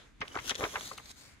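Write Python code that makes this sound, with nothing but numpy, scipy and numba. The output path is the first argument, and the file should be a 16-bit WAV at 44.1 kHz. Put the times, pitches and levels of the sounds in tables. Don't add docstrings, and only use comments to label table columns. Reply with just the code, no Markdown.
import sys
import numpy as np
from scipy import signal
from scipy.fft import rfft, irfft
from scipy.io import wavfile
from scipy.ndimage import uniform_filter1d, map_coordinates
from numba import njit

SR = 44100
rng = np.random.default_rng(int(sys.argv[2]) if len(sys.argv) > 2 else 0)


def inscribe(sig):
    pcm = np.round(np.clip(np.atleast_2d(sig).T, -1, 1) * 32767)
    wavfile.write(sys.argv[1], SR, pcm.astype(np.int16))


def ratio_of_db(decibels):
    return 10 ** (np.asarray(decibels, float) / 20)


N = 61739


def curve(table, column):
    return np.interp(np.arange(N) / SR, np.array(table)[:, 0], np.array(table)[:, column])


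def walk(rate):
    k = int(SR / rate)
    steps = np.repeat(rng.standard_normal(N // k + 1), k)
    return 1.44 * uniform_filter1d(uniform_filter1d(steps, k), k)[:N]


def coloured(x, points):
    hz = np.maximum(np.arange(N // 2 + 1) * SR / N, 1)
    corner_hz, db = np.array(points).T
    y = irfft(rfft(x) * ratio_of_db(np.interp(np.log(hz), np.log(corner_hz + 1), db)), N)
    return y / np.sqrt(np.mean(y ** 2))


def high(x, hz):
    return signal.sosfilt(signal.butter(2, hz, "high", fs=SR, output="sos"), x)


@njit
def band(x, hz, width, sr):
    y, b, l = np.empty(len(x)), 0., 0.
    for i in range(len(x)):
        g, k = np.tan(np.pi * hz[i] / sr), width / hz[i]
        v = (b + g * (x[i] - l)) / (1 + g * (g + k))
        b, l, y[i] = 2 * v - b, l + 2 * g * v, k * v
    return y


def resonance(x, hz, width):
    return band(x, np.full(N, 1. * hz), 1. * width, 1. * SR)


@njit
def ring(centre, hz, cycles, size, n, sr):
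    y = np.zeros(n)
    for k in range(len(centre)):
        half = .5 * cycles[k] * sr / hz[k]
        for i in range(max(0, int(centre[k] - half) + 1), min(n, int(centre[k] + half) + 1)):
            d = i - centre[k]
            bell = np.cos(np.pi * d / (2 * half)) ** 2
            y[i] += size[k] * np.sin(2 * np.pi * hz[k] * d / sr + 1) * bell
    return y


def swarm(s, db, hz, rise_ms, fall_ms, spread, cycles, count):
    pitch_sag, level_spread_db = 0.3, 1.5
    u = rng.random((3, len(s), count))
    c = rng.standard_normal((len(s), count))
    rise, fall = 4 * np.abs(rise_ms)[:, None], 4 * np.abs(fall_ms)[:, None]
    ms = (np.arange(count) + u[0]) / count * (rise + fall) - rise
    strength = np.exp(-4 * np.where(ms < 0, -ms / rise, ms / fall))
    even = (np.arange(count) * (np.sqrt(5) - 1) / 2 + u[1, :, :1]) % 1
    pitch = hz[:, None] * strength ** pitch_sag * np.exp(spread * (2 * even - 1))
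    pitch = np.clip(pitch, 100, .4 * SR)
    density = np.sqrt((rise + fall) * pitch / 1000 / count / cycles)
    size = ratio_of_db(db[:, None] + level_spread_db * c) * strength * density * np.sign(u[2] - .5)
    size = size * np.cos(np.pi * (even - .5)) ** .5
    at = (s[:, None] + ms / 1000) * SR
    halves = []
    for k in range(2):
        centre = at[:, k::2].ravel()
        halves.append(ring(centre, pitch[:, k::2].ravel(), cycles + 0. * centre,
                           size[:, k::2].ravel(), N, 1. * SR))
    return halves


# f/Hz, level/dB per Hz
ROOM_COLOUR = [
    (40, -1),
    (156, -11.5),
    (300, -10),
    (700, -17.5),
    (2300, -23),
    (7000, -32.5),
    (12700, -43),
    (12900, -85),
]
# t/s, level/dB
HISS_FADE = [
    (0, -1.5),
    (.08, -4.5),
    (.18, -9),
    (.3, 2.5),
    (.95, -1),
    (1.2, -6),
    (1.37, -5.5),
    (1.4, -7.5),
]
# f/Hz, width/Hz, level/dB
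ROOM_PATCHES = [
    (1600, 560, -8),
    (2170, 520, 0.5),
    (3500, 890, -3.5),
    (6600, 1000, 1.5),
    (9700, 1300, -9.5),
]


def room():
    mid, side = (coloured(rng.standard_normal(N), ROOM_COLOUR) for _ in range(2))
    side = signal.sosfilt(signal.butter(1, 110, "high", fs=SR, output="sos"), side)
    both = mid + 0.78 * side * np.array([[1], [-1]])
    bass = signal.sosfilt(signal.butter(2, 300, fs=SR, output="sos"), both)
    hiss = both - bass
    patches = 0
    for hz, width, db in ROOM_PATCHES:
        patch = np.array([resonance(x, hz, width) for x in hiss])
        patches = patches + ratio_of_db(db + 5 * walk(18.04)) * patch
    bass = bass * ratio_of_db(1.3 * walk(14.7))
    hiss = (hiss + patches) * ratio_of_db(curve(HISS_FADE, 1) + 1.07 * walk(12.64))
    return ratio_of_db(-57.5) * (bass + hiss)


# t/s, pressure level/dB, air gap f/Hz
SLIDE = [(.2, -100, 2970), (.21, -69, 2960), (.3, -58, 3080), (.34, -56, 3000), (.41, -52.5, 3160),
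         (.47, -44, 3250), (.505, -40, 3430), (.53, -60, 3440), (.59, -45.5, 3300), (.75, -45.5, 3290),
         (.88, -46.5, 3980), (.94, -50.5, 4350), (.965, -59, 3900), (1.05, -59, 4000), (1.108, -49.5, 4180),
         (1.125, -62, 3820), (1.3, -57, 4840), (1.36, -72.5, 4600)]
# f/Hz, level/dB per Hz
FIBRE_COLOUR = [
    (250, -7),
    (500, -15.5),
    (1200, -11.5),
    (2200, -12.5),
    (4000, -10.5),
    (7000, -11.5),
    (12000, -19),
    (15600, -26),
]


def slide():
    press = ratio_of_db(curve(SLIDE, 1) + 1.6 * walk(39.76))
    halves = []
    for _ in range(2):
        grit = rng.standard_normal(N) * ratio_of_db(2.2 * walk(400))
        halves.append(press * 0.47 * coloured(grit, FIBRE_COLOUR))
    return halves


# multiple of gap pitch, width/Hz, depth 0-1
NOTCHES = [
    (.68, 410, 0.7),
    (1.4, 630, 0.53),
    (2.4, 940, 0.6),
]


def under_sheet(x):
    hz = curve(SLIDE, 2)
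    for multiple, width, depth in NOTCHES:
        x = x - depth * band(x, multiple * hz, 1. * width, 1. * SR)
    gap = band(x, hz, 520., 1. * SR)
    edge_hz = 6090 * (hz / 3320) ** 0.31
    edge = band(x, edge_hz, 590., 1. * SR)
    gap_level, edge_level = ratio_of_db(-0.5 + 3 * walk(60.1)), ratio_of_db(-2 + 3 * walk(60))
    return ratio_of_db(1.0) * (x + gap_level * gap + edge_level * edge)


CREASE_SPREAD, CREASE_CYCLES = 0.97, 4.5
# t/s, level/dB, f/Hz, fall/ms
TICKS = [(0.206, -42, 4230, 6.2), (.277, -40, 2280, 2.7), (0.2808, -30, 4060, 0.76), (0.354, -36, 3180, 4),
         (0.4949, -21, 4360, 4.1), (0.502, -23.5, 3850, 2.5), (0.508, -22, 3360, 5.14),
         (.547, -29, 3800, 1.04), (0.554, -25.5, 4540, 1.76), (.558, -28.5, 4130, 2),
         (.585, -35, 4000, 2.1), (0.61, -46, 9000, 0.92), (.81, -32, 3800, 1.2), (.978, -41, 3570, 4),
         (0.984, -38, 2920, 1.5), (1.058, -38.5, 4770, 1.6), (1.1143, -34, 5370, 0.98)]


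def ticks():
    s, db, hz, fall_ms = np.array(TICKS).T
    rise_ms = 0.3975 + 0 * s
    return swarm(s, db, hz, rise_ms, fall_ms, CREASE_SPREAD, CREASE_CYCLES, count=160)


# t/s, peak level/dB, f/Hz, cycles
SNAPS = [(0.2078, -37.5, 160, 1.1), (.2155, -36, 2960, 6), (.218, -32.5, 1100, 3.4),
         (.2243, -28, 1990, 7.4), (.281, -40, 3000, 4), (.347, -41, 1300, 6.9), (.354, -36, 800, 1.6),
         (.3593, -29.5, 900, 1.5), (0.3647, -23, 1280, 4.8), (0.3644, -31.5, 383, 2.84),
         (.3697, -37, 704, 1.5), (.373, -35, 4000, 4), (.3748, -26, 1100, 2.2), (.389, -38.5, 2420, 8),
         (0.4951, -20, 6160, 8.2), (0.495, -22, 3180, 1.8), (0.4957, -28, 9260, 18), (.498, -28, 1460, 8.6),
         (.5025, -28, 4300, 4), (.5056, -29.5, 3000, 2.4), (.508, -22, 3500, 4.5), (.5125, -27, 2800, 6.6),
         (.518, -32, 1720, 5.5), (.554, -28, 3400, 2.5), (0.5541, -35.5, 6400, 7.3),
         (.559, -33.5, 3500, 12), (0.609, -29.5, 495, 1.8), (.609, -40, 1820, 5), (.619, -32, 700, 1.6),
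         (.639, -27.5, 386, 3.5), (0.6384, -23.5, 1200, 3.1), (.6405, -27, 3000, 5.8),
         (0.6408, -27, 1900, 3.7), (.648, -27, 600, 2.5), (0.654, -29.5, 1500, 5), (.81, -37, 3070, 6.5),
         (.81, -37, 6400, 6.2), (0.915, -35, 1155, 10.7), (0.9855, -38, 2740, 8.2), (0.98, -46, 4100, 13),
         (0.9819, -39.5, 1300, 8.5), (0.9808, -45, 9200, 32), (.998, -50, 1200, 16), (.555, -42, 480, 4.3),
         (.484, -40, 1500, 19), (.626, -34, 600, 8), (.319, -47, 3000, 30), (.645, -35, 3600, 9),
         (1.058, -44, 5630, 8.9), (1.116, -44, 5870, 9.8)]


def snaps(low):
    s, db, hz, cycles = np.array(SNAPS).T
    return ring(s * SR, hz, cycles, ratio_of_db(db) * ((hz < 2000) == low), N, 1. * SR)


# t/s, level/dB, f/Hz
THUMPS = [(0.209, -45, 108.6), (.284, -53, 89), (0.35, -45.5, 112), (0.378, -43, 75.6), (.405, -50, 150),
          (0.476, -51, 71), (0.507, -48, 120), (0.591, -41.5, 66.6), (0.626, -36.5, 103), (0.757, -48, 83),
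          (0.913, -53.5, 99), (.975, -53, 62), (1.035, -53, 55), (1.089, -53, 57), (1.16, -54, 60),
          (1.269, -55, 95), (1.33, -56, 70), (1.375, -58, 210)]


def thumps():
    s, db, hz = np.array(THUMPS).T
    late_s, cycles = 0.0113, 2
    puffs = ring((s + late_s) * SR, hz, cycles + 0. * s, ratio_of_db(db), N, 1. * SR)
    return puffs * ratio_of_db(np.array([[2.2], [-2.2]]))


# t/s, level/dB, top f/Hz, rise/ms, fall/ms
FLAPS = [(0.216, -24.5, 2340, 2.29, 10.5), (.255, -45, 1780, 8.6, 9.4), (0.226, -37, 460, 5.1, 13),
         (0.346, -38.5, 1300, 1.34, 3.9), (0.356, -26, 1300, 3.01, 3.75), (.631, -23.5, 920, 5, 2.93),
         (.374, -29, 1300, 5.5, 7), (0.39, -28, 2250, 3.6, 6.9), (.515, -30.5, 495, 8, 8),
         (0.497, -30.5, 2200, 1.27, 5.5), (.515, -28.5, 1900, 4, 5.7), (0.597, -30, 600, 8.1, 9.8),
         (0.609, -27, 1310, 2.2, 3.55), (.619, -26.5, 1010, 4, 8), (0.64, -22.5, 2670, 2.5, 5.1),
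         (.651, -25, 1500, 4.5, 6.5), (0.665, -30, 696, 7.3, 10.7), (.746, -33.5, 860, 10.3, 4.5),
         (.758, -20.5, 1900, 2.46, 4.86), (0.766, -25.5, 1300, 1.98, 6.1), (.778, -34, 1070, 3.54, 9),
         (0.81, -34.5, 1120, 1.17, 3.26), (0.917, -31.5, 1230, 1.49, 4.23),
         (.93, -43, 775, 4.36, 10),
    (.981, -39, 1500, 2.1, 5.15),
    (.999, -40.5, 1110, 3.7, 5),
]
# f/Hz, width/Hz, level/dB
SHEET_MODES = [
    (455, 100, 1.5),
    (600, 25.5, 4),
    (1130, 290, 0.5),
    (1599, 67, 0),
    (2120, 370, 4),
]


def flaps():
    s, db, hz, rise_ms, fall_ms = np.array(FLAPS).T
    halves = []
    for x in swarm(s, db, hz, rise_ms, fall_ms, spread=0.94, cycles=3.4, count=240):
        modes = sum(ratio_of_db(level) * resonance(x, f, width) for f, width, level in SHEET_MODES)
        halves.append(x + modes)
    return halves


# t/s, level/dB, f/Hz, rise/ms, fall/ms
SCRAPES = [
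    (.488, -36.5, 4500, 11, 6),
    (0.23, -43, 2560, 1.9, 5),
    (1.108, -45.5, 4900, 14, 3),
    (.979, -39.5, 6700, 4, 4),
]


def scrapes():
    return swarm(*np.array(SCRAPES).T, CREASE_SPREAD, CREASE_CYCLES, count=400)


# t/s, lead of left port/ms, left over right level/dB
PLACE = [
    (0, 0.41, 19),
    (.27, 0.31, -4.5),
    (.45, 0.27, 6),
    (.7, 0.28, 0),
    (.93, 0.3, 2),
    (1.03, -0.3, 2),
    (1.12, -0.31, -2),
    (1.17, 0.14, 3),
    (1.4, 0.099, 1.5),
]


def ports(halves, middle, share):
    whole = halves[0] + halves[1] + middle
    apart = ratio_of_db(-4.5) * high(halves[0] - halves[1], 600)
    lead, i = share * curve(PLACE, 1) * SR / 2000, np.arange(N)
    left = map_coordinates(whole + apart, [i + lead], mode="mirror")
    right = map_coordinates(whole - apart, [i - lead], mode="mirror")
    return np.array([left, right])


def room_tail(near):
    t60_s = 0.11
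    t = np.arange(int(.2 * SR)) / SR
    tail = rng.standard_normal((2, len(t))) * np.exp(-np.log(1000) * t / t60_s) * (t > .002)
    tail = tail / np.sqrt(np.sum(tail ** 2, axis=1, keepdims=True))
    return ratio_of_db(-12) * signal.fftconvolve(high(near, 325), tail, axes=1)[:, :N]


def scene():
    bright = np.array([slide(), scrapes(), ticks()]).sum(axis=0)
    bright = [under_sheet(x) for x in bright]
    body = ratio_of_db(-3) * np.array(flaps())
    near = ports(body, snaps(True), 0.46) + ports(bright, snaps(False), 0.97)
    pan_db = curve(PLACE, 2)
    direct = near * ratio_of_db(np.array([pan_db, -pan_db]) / 2)
    return direct + room_tail(near) + thumps() + room()


def roll_off(x):
    return signal.sosfilt(signal.butter(12, 15710, fs=SR, output="sos"), x)


def record(dry):
    low_pass = signal.ellip(10, .2, 80, 15650, fs=SR, output="sos")
    mix = signal.sosfilt(low_pass, high(dry, 40.4))
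    return roll_off(mix)


dry = scene()
out = record(dry)
inscribe(out)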